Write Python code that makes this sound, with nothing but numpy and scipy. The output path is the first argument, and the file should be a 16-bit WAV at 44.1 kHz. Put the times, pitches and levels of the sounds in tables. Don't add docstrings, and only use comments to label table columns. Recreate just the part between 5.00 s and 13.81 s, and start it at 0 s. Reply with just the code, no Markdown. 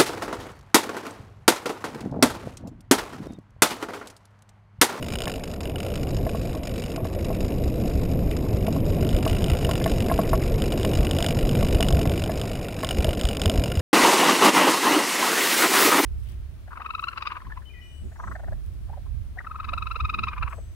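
import sys
import numpy as np
from scipy import signal
from scipy.io import wavfile
from scipy.ndimage import uniform_filter1d

SR = 44100
rng = np.random.default_rng(int(sys.argv[2]) if len(sys.argv) > 2 else 0)


def wav_record(signal):
    frames = np.transpose(np.atleast_2d(signal))
    bounded = np.clip(frames, -1, 1)
    quanta = np.round(bounded * 32767).astype(np.int16)
    wavfile.write(sys.argv[1], SR, quanta)


def level_to_linear(level):
    exponent = np.asarray(level, float) / 20
    return 10 ** exponent


N = 388521


def evened(x):
    return x / np.sqrt(np.mean(x ** 2) + 1e-20)


def curve(rows):
    times, levels = np.transpose(rows)
    return np.interp(np.arange(N) / SR, times, levels)


def noise(points, patchy_db, size):
    frames, hz = 4 * N // size + 5, np.fft.rfftfreq(size, 1 / SR)
    real, imaginary, patches = rng.standard_normal((frames, len(hz), 3)).T
    patches = uniform_filter1d(patches, size=6, axis=0)
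    patches = evened(uniform_filter1d(patches, size=5, axis=1))
    point_hz, point_db = np.transpose(points)
    colour_db = np.interp(np.log(hz + 1), np.log(point_hz + 1), point_db, left=-120, right=-120)
    spectra = (real + 1j * imaginary) * level_to_linear(colour_db[:, None] + patchy_db * patches)
    sound = signal.istft(spectra, nperseg=size, noverlap=3 * size // 4)[1]
    return evened(sound[:N])


def body(x, modes, sign):
    out = np.zeros(len(x))
    for k, (hz, width, db) in enumerate(modes):
        radius = np.exp(-np.pi * abs(width) / SR)
        poles = [1, -2 * radius * np.cos(2 * np.pi * hz / SR), radius ** 2]
        ringing = signal.lfilter([1, 0, -1], poles, x)
        out += sign ** k * level_to_linear(db) * (1 - radius) * ringing
    return out


def add(mix, s, sound):
    part = mix[max(round(s * SR), 0):][:len(sound)]
    part += sound[:len(part)]


# (time [s], level [dB])
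RIDE = [(0, -34), (.55, -33.5), (1.15, -25.5), (1.85, -33.5), (2.5, -23.5), (3.5, -23.5), (3.72, -24.5),
        (4.0, -20.5), (4.5, -24), (6.4, -23), (6.95, -21), (7.3, -28), (7.85, -37), (8.0, -24.5),
        (8.35, -32.5), (8.55, -21.5), (8.68, -29.5), (8.81, -33)]
# (frequency [Hz], level [dB per Hz])
RUMBLE_COLOUR = [(7.1, -46), (14, 0), (43, 0), (91, -0.5), (400, -13.5), (520, -19.5), (880, -120)]


def rumble():
    return level_to_linear(curve(RIDE)) * noise(RUMBLE_COLOUR, patchy_db=1.5, size=4096)


# (time [s], level [dB])
SHAKE = [(0, -34), (.27, -28.5), (.4, -38), (.85, -33.5), (1.35, -37.5), (1.75, -34.5), (3.2, -40),
         (3.95, -35.5), (4.15, -30), (5.0, -31), (5.5, -35), (6.25, -28), (6.55, -32.5), (6.85, -28.5),
         (7.65, -35), (7.9, -29.5), (8.45, -30.5), (8.81, -30)]
# (frequency [Hz], level [dB per Hz])
DRONE_COLOUR = [(71, 1.5), (120, -7), (211, -6.5), (387, -11), (426, -8.5), (470, -8), (672, -11),
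                (745, -17), (800, -27.5), (961, -28), (1130, -28), (1600, -99)]


def drone():
    level_db = -29.5 + 0.44 * (curve(RIDE) + 24.5) + 0.36 * (curve(SHAKE) + 33.5)
    return level_to_linear(level_db) * noise(DRONE_COLOUR, patchy_db=2.0, size=1024)


# (time [s], level [dB])
SAND = [
    (0.0, -54.5),
    (0.34, -53.5),
    (3.73, -50.5),
    (4.34, -47.5),
    (5.18, -47),
    (8.81, -49.5),
]
# (frequency [Hz], level [dB per Hz])
HISS_COLOUR = [(470, -15), (720, 2.5), (900, -2), (1600, -12), (2200, -7), (2490, -2.5), (2800, -15.5),
               (3850, -18.5), (4370, -51), (5160, -48), (5900, -34)]


def hiss():
    return level_to_linear(curve(SAND) + 2.0) * noise(HISS_COLOUR, patchy_db=4.5, size=256)


# (middle [s], length [s])
LULLS = [(.176, 0.024), (0.41, 0.023), (0.586, 0.038), (0.738, 0.042), (1.053, 0.011), (1.614, 0.044),
         (1.987, 0.042), (2.019, 0.023), (2.172, 0.017), (2.093, 0.012), (7.608, 0.0079), (3.821, 0.029),
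         (4.215, 0.02), (4.994, 0.013), (5.387, 0.014), (5.567, .014), (5.693, 0.011), (5.746, 0.01),
         (6.339, .016), (7.087, 0.017), (7.995, 0.016), (8.159, .022), (8.733, 0.019)]


def contact():
    free = np.zeros(N)
    for s, length in LULLS:
        flat_topped = np.exp(-np.linspace(-2, 2, round(2 * length * SR)) ** 4)
        add(free, s - length, flat_topped)
    return level_to_linear(-13 * free)


# (frequency [Hz], width [Hz], level [dB])
WALL = [(1245, 590, -10.5), (2700, 370, -6.5), (3930, 345, -3.5), (4260, 1250, -8), (5150, 770, -1.5)]


def grit():
    bursts = evened(uniform_filter1d(rng.standard_normal(N), size=200))
    burst_db = 13.4 * np.tanh(1.06 * bursts)
    grains = rng.standard_normal(N) ** 3 * level_to_linear(burst_db)
    return level_to_linear(curve(SAND) - 2.5) * evened(body(contact() * grains, WALL, sign=-0.94))


# (time [s], level [dB], pitch [Hz])
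BUMPS = [(1.249, -13, 64.7), (2.438, -16, 51.8), (2.949, -6.5, 66.7), (3.53, -9, 89), (3.998, -16, 62.8),
         (4.136, -7, 37.45), (4.519, -9, 61.9), (5.517, -13, 48.8), (5.988, -4, 51.7), (6.748, -9, 56.4),
         (6.931, -1.5, 68.4), (7.987, -8, 64.2), (8.079, -8, 78.8), (8.242, -5.5, 52.1), (8.46, -6.5, 85.5),
         (8.581, -4, 51.9), (8.772, -6, 81)]


def bumps():
    out, t = np.zeros(N), np.arange(4000) / SR
    swell = t / 0.013 * np.exp(1 - t / 0.0074)
    for s, blow_db, hz in BUMPS:
        add(out, s, -level_to_linear(blow_db - 1.5) * swell * np.sin(2 * np.pi * hz * t))
    return out


def ring(modes, t, detune):
    out = np.zeros(len(t))
    for (hz, db, t60), shift in zip(modes, detune):
        out += level_to_linear(db - 60 * t / t60) * np.sin(2 * np.pi * hz * shift * t)
    return out


# (time [s], level [dB], middle modes [dB above blow], top modes [dB above blow])
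KNOCKS = [(0.271, -31, -3.5, 5), (1.265, -27.5, -11.5, -6), (1.346, -30.5, -7, -26),
          (1.546, -35.5, -5, -29), (1.978, -32.5, -8, -29), (2.05, -31, -8, -7), (2.302, -26.5, -13, -30),
          (3.68, -24, -15, -32.5), (3.762, -32.5, -5, -26), (4.263, -23.5, -5.5, -15), (4.69, -25, -7, -24),
          (4.813, -33.5, -8, 4), (4.86, -21.5, -10, -1.5), (5.097, -30, -6, 4.5), (5.113, -21, -5.5, -28),
          (5.189, -17.5, -8.5, -15), (5.331, -20.5, -1.5, -8), (5.846, -27, -14, -5),
          (6.185, -31, -15, -19), (6.625, -26.5, -10, -22), (6.802, -24.5, -13, -22), (6.905, -30, -8, -16),
          (6.986, -28, -21, -10), (7.054, -28, -10, -5), (7.294, -24.5, -16, -5.5), (7.832, -32, 2, 6.5),
          (8.045, -24.5, -23, -13), (8.083, -25.5, -19, -14), (8.454, -30.5, -13, -22),
          (8.495, -26.5, -18, -29)]
# (frequency [Hz], level [dB], decay t60 [s])
CLAMP_LOW = [(646, 6, 0.053), (490.1, -1, 0.05)]
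CLAMP_MIDDLE = [(1098, 0, 0.046), (1350, -10.5, 0.043), (1017, -11, 0.05)]
CLAMP_TOP = [(1735, -10, 0.039), (2080, -7.5, 0.019)]


def knocks():
    out, t = np.zeros(N), np.arange(3000) / SR
    padded_start = np.sin(np.pi / 2 * np.minimum(t / 0.0017, 1)) ** 2
    for s, blow_db, middle_db, top_db in KNOCKS:
        detune = 1 + 0.018 * rng.standard_normal(7)
        tone = ring(CLAMP_LOW, t, detune)
        tone += level_to_linear(middle_db + 6.0) * ring(CLAMP_MIDDLE, t, detune[2:])
        tone += level_to_linear(top_db + 5.5) * ring(CLAMP_TOP, t, detune[5:])
        tone *= padded_start
        add(out, s, -level_to_linear(blow_db + 3) * tone)
        for k in range(3):
            late, louder = rng.standard_normal(2)
            rebound_db = blow_db - 13 - 4.4 * k + 3.0 * louder
            add(out, s + 0.005 * (k + 1) + 0.001566 * late, level_to_linear(rebound_db) * tone)
    return out


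# (time [s], scrape level [dB], back plate glance level [dB])
SCRAPES = [(0.436, -28.5, -23), (0.535, -30.5, -40), (0.605, -27, -19.5), (0.654, -47, -22),
           (0.696, -39, -24), (0.757, -41, -15.5), (0.802, -35, -20.5), (0.8295, -30, -25),
           (0.955, -27.5, -24), (1.0303, -27.5, -28), (1.1657, -29, -33), (1.292, -31, -22),
           (1.451, -36, -32), (1.6322, -26, -20), (1.671, -29, -24.5), (1.7577, -30, -33),
           (1.8376, -36, -25.5), (1.9599, -23, -26), (2.109, -49, -46), (2.2444, -28, -38),
           (2.4046, -28, -31), (2.637, -29.5, -49), (2.8757, -30, -47), (3.0318, -32.5, -36),
           (3.3648, -27.5, -42), (3.666, -31, -22), (3.7246, -28.5, -40), (3.9002, -30.5, -33),
           (5.292, -25.5, -38), (5.458, -27.5, -34)]
# (time [s], level [dB])
SLAPS = [(0.186, -15.5), (0.219, -19), (0.255, -21.5), (4.0899, -21), (4.1644, -22.5), (4.4412, -17.5),
         (4.8406, -17), (5.6197, -18.5), (5.8304, -19.5), (6.11, -14.5), (6.1857, -16.5), (6.2248, -14),
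         (6.2628, -14), (6.4915, -20), (6.8062, -13.5), (6.8849, -14.5), (6.9251, -20), (7.095, -19),
         (7.238, -19), (7.4139, -20.5), (7.8458, -16), (7.889, -16), (8.0441, -15), (8.2113, -18),
         (8.2519, -15.5), (8.2874, -17), (8.3687, -19), (8.4165, -13), (8.457, -11.5), (8.4966, -12)]
# (time [s], level [dB])
GLANCES = [(0.025, -22), (0.0836, -19), (0.154, -19.5), (0.8637, -23), (3.3112, -23), (4.2261, -19.5),
           (4.276, -16), (4.3481, -21.5), (4.4985, -16), (4.569, -21), (4.6469, -16), (4.7107, -15),
           (4.7535, -16.5), (4.9158, -17.5), (5.0032, -19.5), (5.177, -25), (5.7204, -16), (5.8482, -15),
           (5.9334, -17), (6.0063, -20.5), (6.388, -19), (6.551, -17.5), (6.627, -17), (6.8258, -10.5),
           (7.553, -23.5), (7.6837, -21.5), (7.9076, -14.5), (8.1303, -18), (8.6371, -16.5), (8.7174, -18)]


def swings():
    square_back_db, glancing_back_db = -10, -4
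    marked = [(s, scrape_db, blow_db, glancing_back_db) for s, scrape_db, blow_db in SCRAPES]
    marked += [(s, db - 14.5, db, square_back_db) for s, db in SLAPS]
    marked += [(s, db - 10, db, glancing_back_db) for s, db in GLANCES]
    marked.sort()
    out, starts = list(marked), [row[0] for row in marked] + [N / SR]
    for s, next_s in zip(starts, starts[1:]):
        count = max(round((next_s - s) * 50), 1)
        for k in range(1, count):
            jitter, scrape_scatter, slap_scatter = rng.uniform(-np.sqrt(3), np.sqrt(3), 3)
            at = s + (next_s - s) * k / count + 0.0015 * jitter
            shake_db = np.interp(at, *np.transpose(SHAKE))
            scrape_db = shake_db + 3.5 * scrape_scatter
            slap_db = -27 + 1.84 * (shake_db + 32) + 3 * slap_scatter
            out.append((at, scrape_db, slap_db, glancing_back_db))
    return out


def bounce(draw, tick, grit, rise_s, fade_s, stop_s):
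    t = np.arange(len(draw)) / SR
    contacts = draw * abs(draw) ** grit * np.minimum(t / rise_s, 1)
    contacts *= np.exp(-t / fade_s) / (1 + (t / stop_s) ** 8)
    contacts[0] -= tick
    return contacts


# (frequency [Hz], width [Hz], level [dB])
LID = [(1420, 280, -7), (3600, 400, -1), (2945, 190, 5), (5030, 330, 0), (680, 150, -6)]
BACK = [(1376, 83, -9), (2054, 220, -10), (2380, 140, -3), (2893, 120, 2.5), (700, 120, 4)]


def chatter():
    lid, back, wall = np.zeros((3, N))
    for s, scrape_db, blow_db, back_db in swings():
        stay_s = 0.0095 * level_to_linear(0.9 * rng.standard_normal())
        scrape = bounce(rng.standard_normal(900), tick=0.32, grit=0.34,
                        rise_s=0.00038, fade_s=stay_s, stop_s=stay_s)
        add(wall, s + 0.0007, level_to_linear(scrape_db) * scrape)
        back_share = min(level_to_linear(back_db + 2), 1)
        lid_share = max(1 - back_share ** 2, 0.05)
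        add(lid, s + 0.000976, -level_to_linear([blow_db]) * lid_share)
        glance = bounce(rng.standard_normal(500), tick=5.2, grit=0.29,
                        rise_s=0.0015, fade_s=0.0027, stop_s=0.0067)
        add(back, s + 0.000715, level_to_linear(blow_db) * back_share * glance)
    lid, back, wall = contact() * [lid, back, wall]
    lid_sound = body(level_to_linear(27.5) * lid, LID, sign=-0.86)
    back_sound = body(level_to_linear(13.5) * back, BACK, sign=-0.85)
    wall_sound = body(level_to_linear(10) * wall, WALL, sign=-0.88)
    return lid_sound + back_sound + wall_sound


def scene():
    rolling = rumble() + drone() + hiss() + grit()
    return np.tile(rolling + bumps() + knocks() + chatter(), (2, 1))


def top_cut(x):
    return signal.sosfilt(signal.butter(12, 16650, fs=SR, output="sos"), x)


def record(dry):
    slow_edge = signal.firwin(161, 5798, window=("kaiser", 5.5), fs=SR)
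    dull = signal.oaconvolve(dry, slow_edge[None], "same")
    slow = signal.resample_poly(dull, 40, 147, axis=1)
    slow = slow + level_to_linear(-69) * rng.standard_normal(slow.shape[1])
    held = np.repeat(slow, 4, axis=1)
    held = signal.resample_poly(held, 147, 160, axis=1)[:, :N]
    top_edge = signal.firwin(81, 15140, window=("kaiser", 8), fs=SR)
    held = signal.oaconvolve(held, top_edge[None], "same")
    smear = evened(rng.standard_normal(3600)) / 60
    apart = level_to_linear(-47.5) * signal.oaconvolve(held[0], smear)[:N]
    return top_cut(held + [apart, -apart])


dry = scene()
out = record(dry)
wav_record(out)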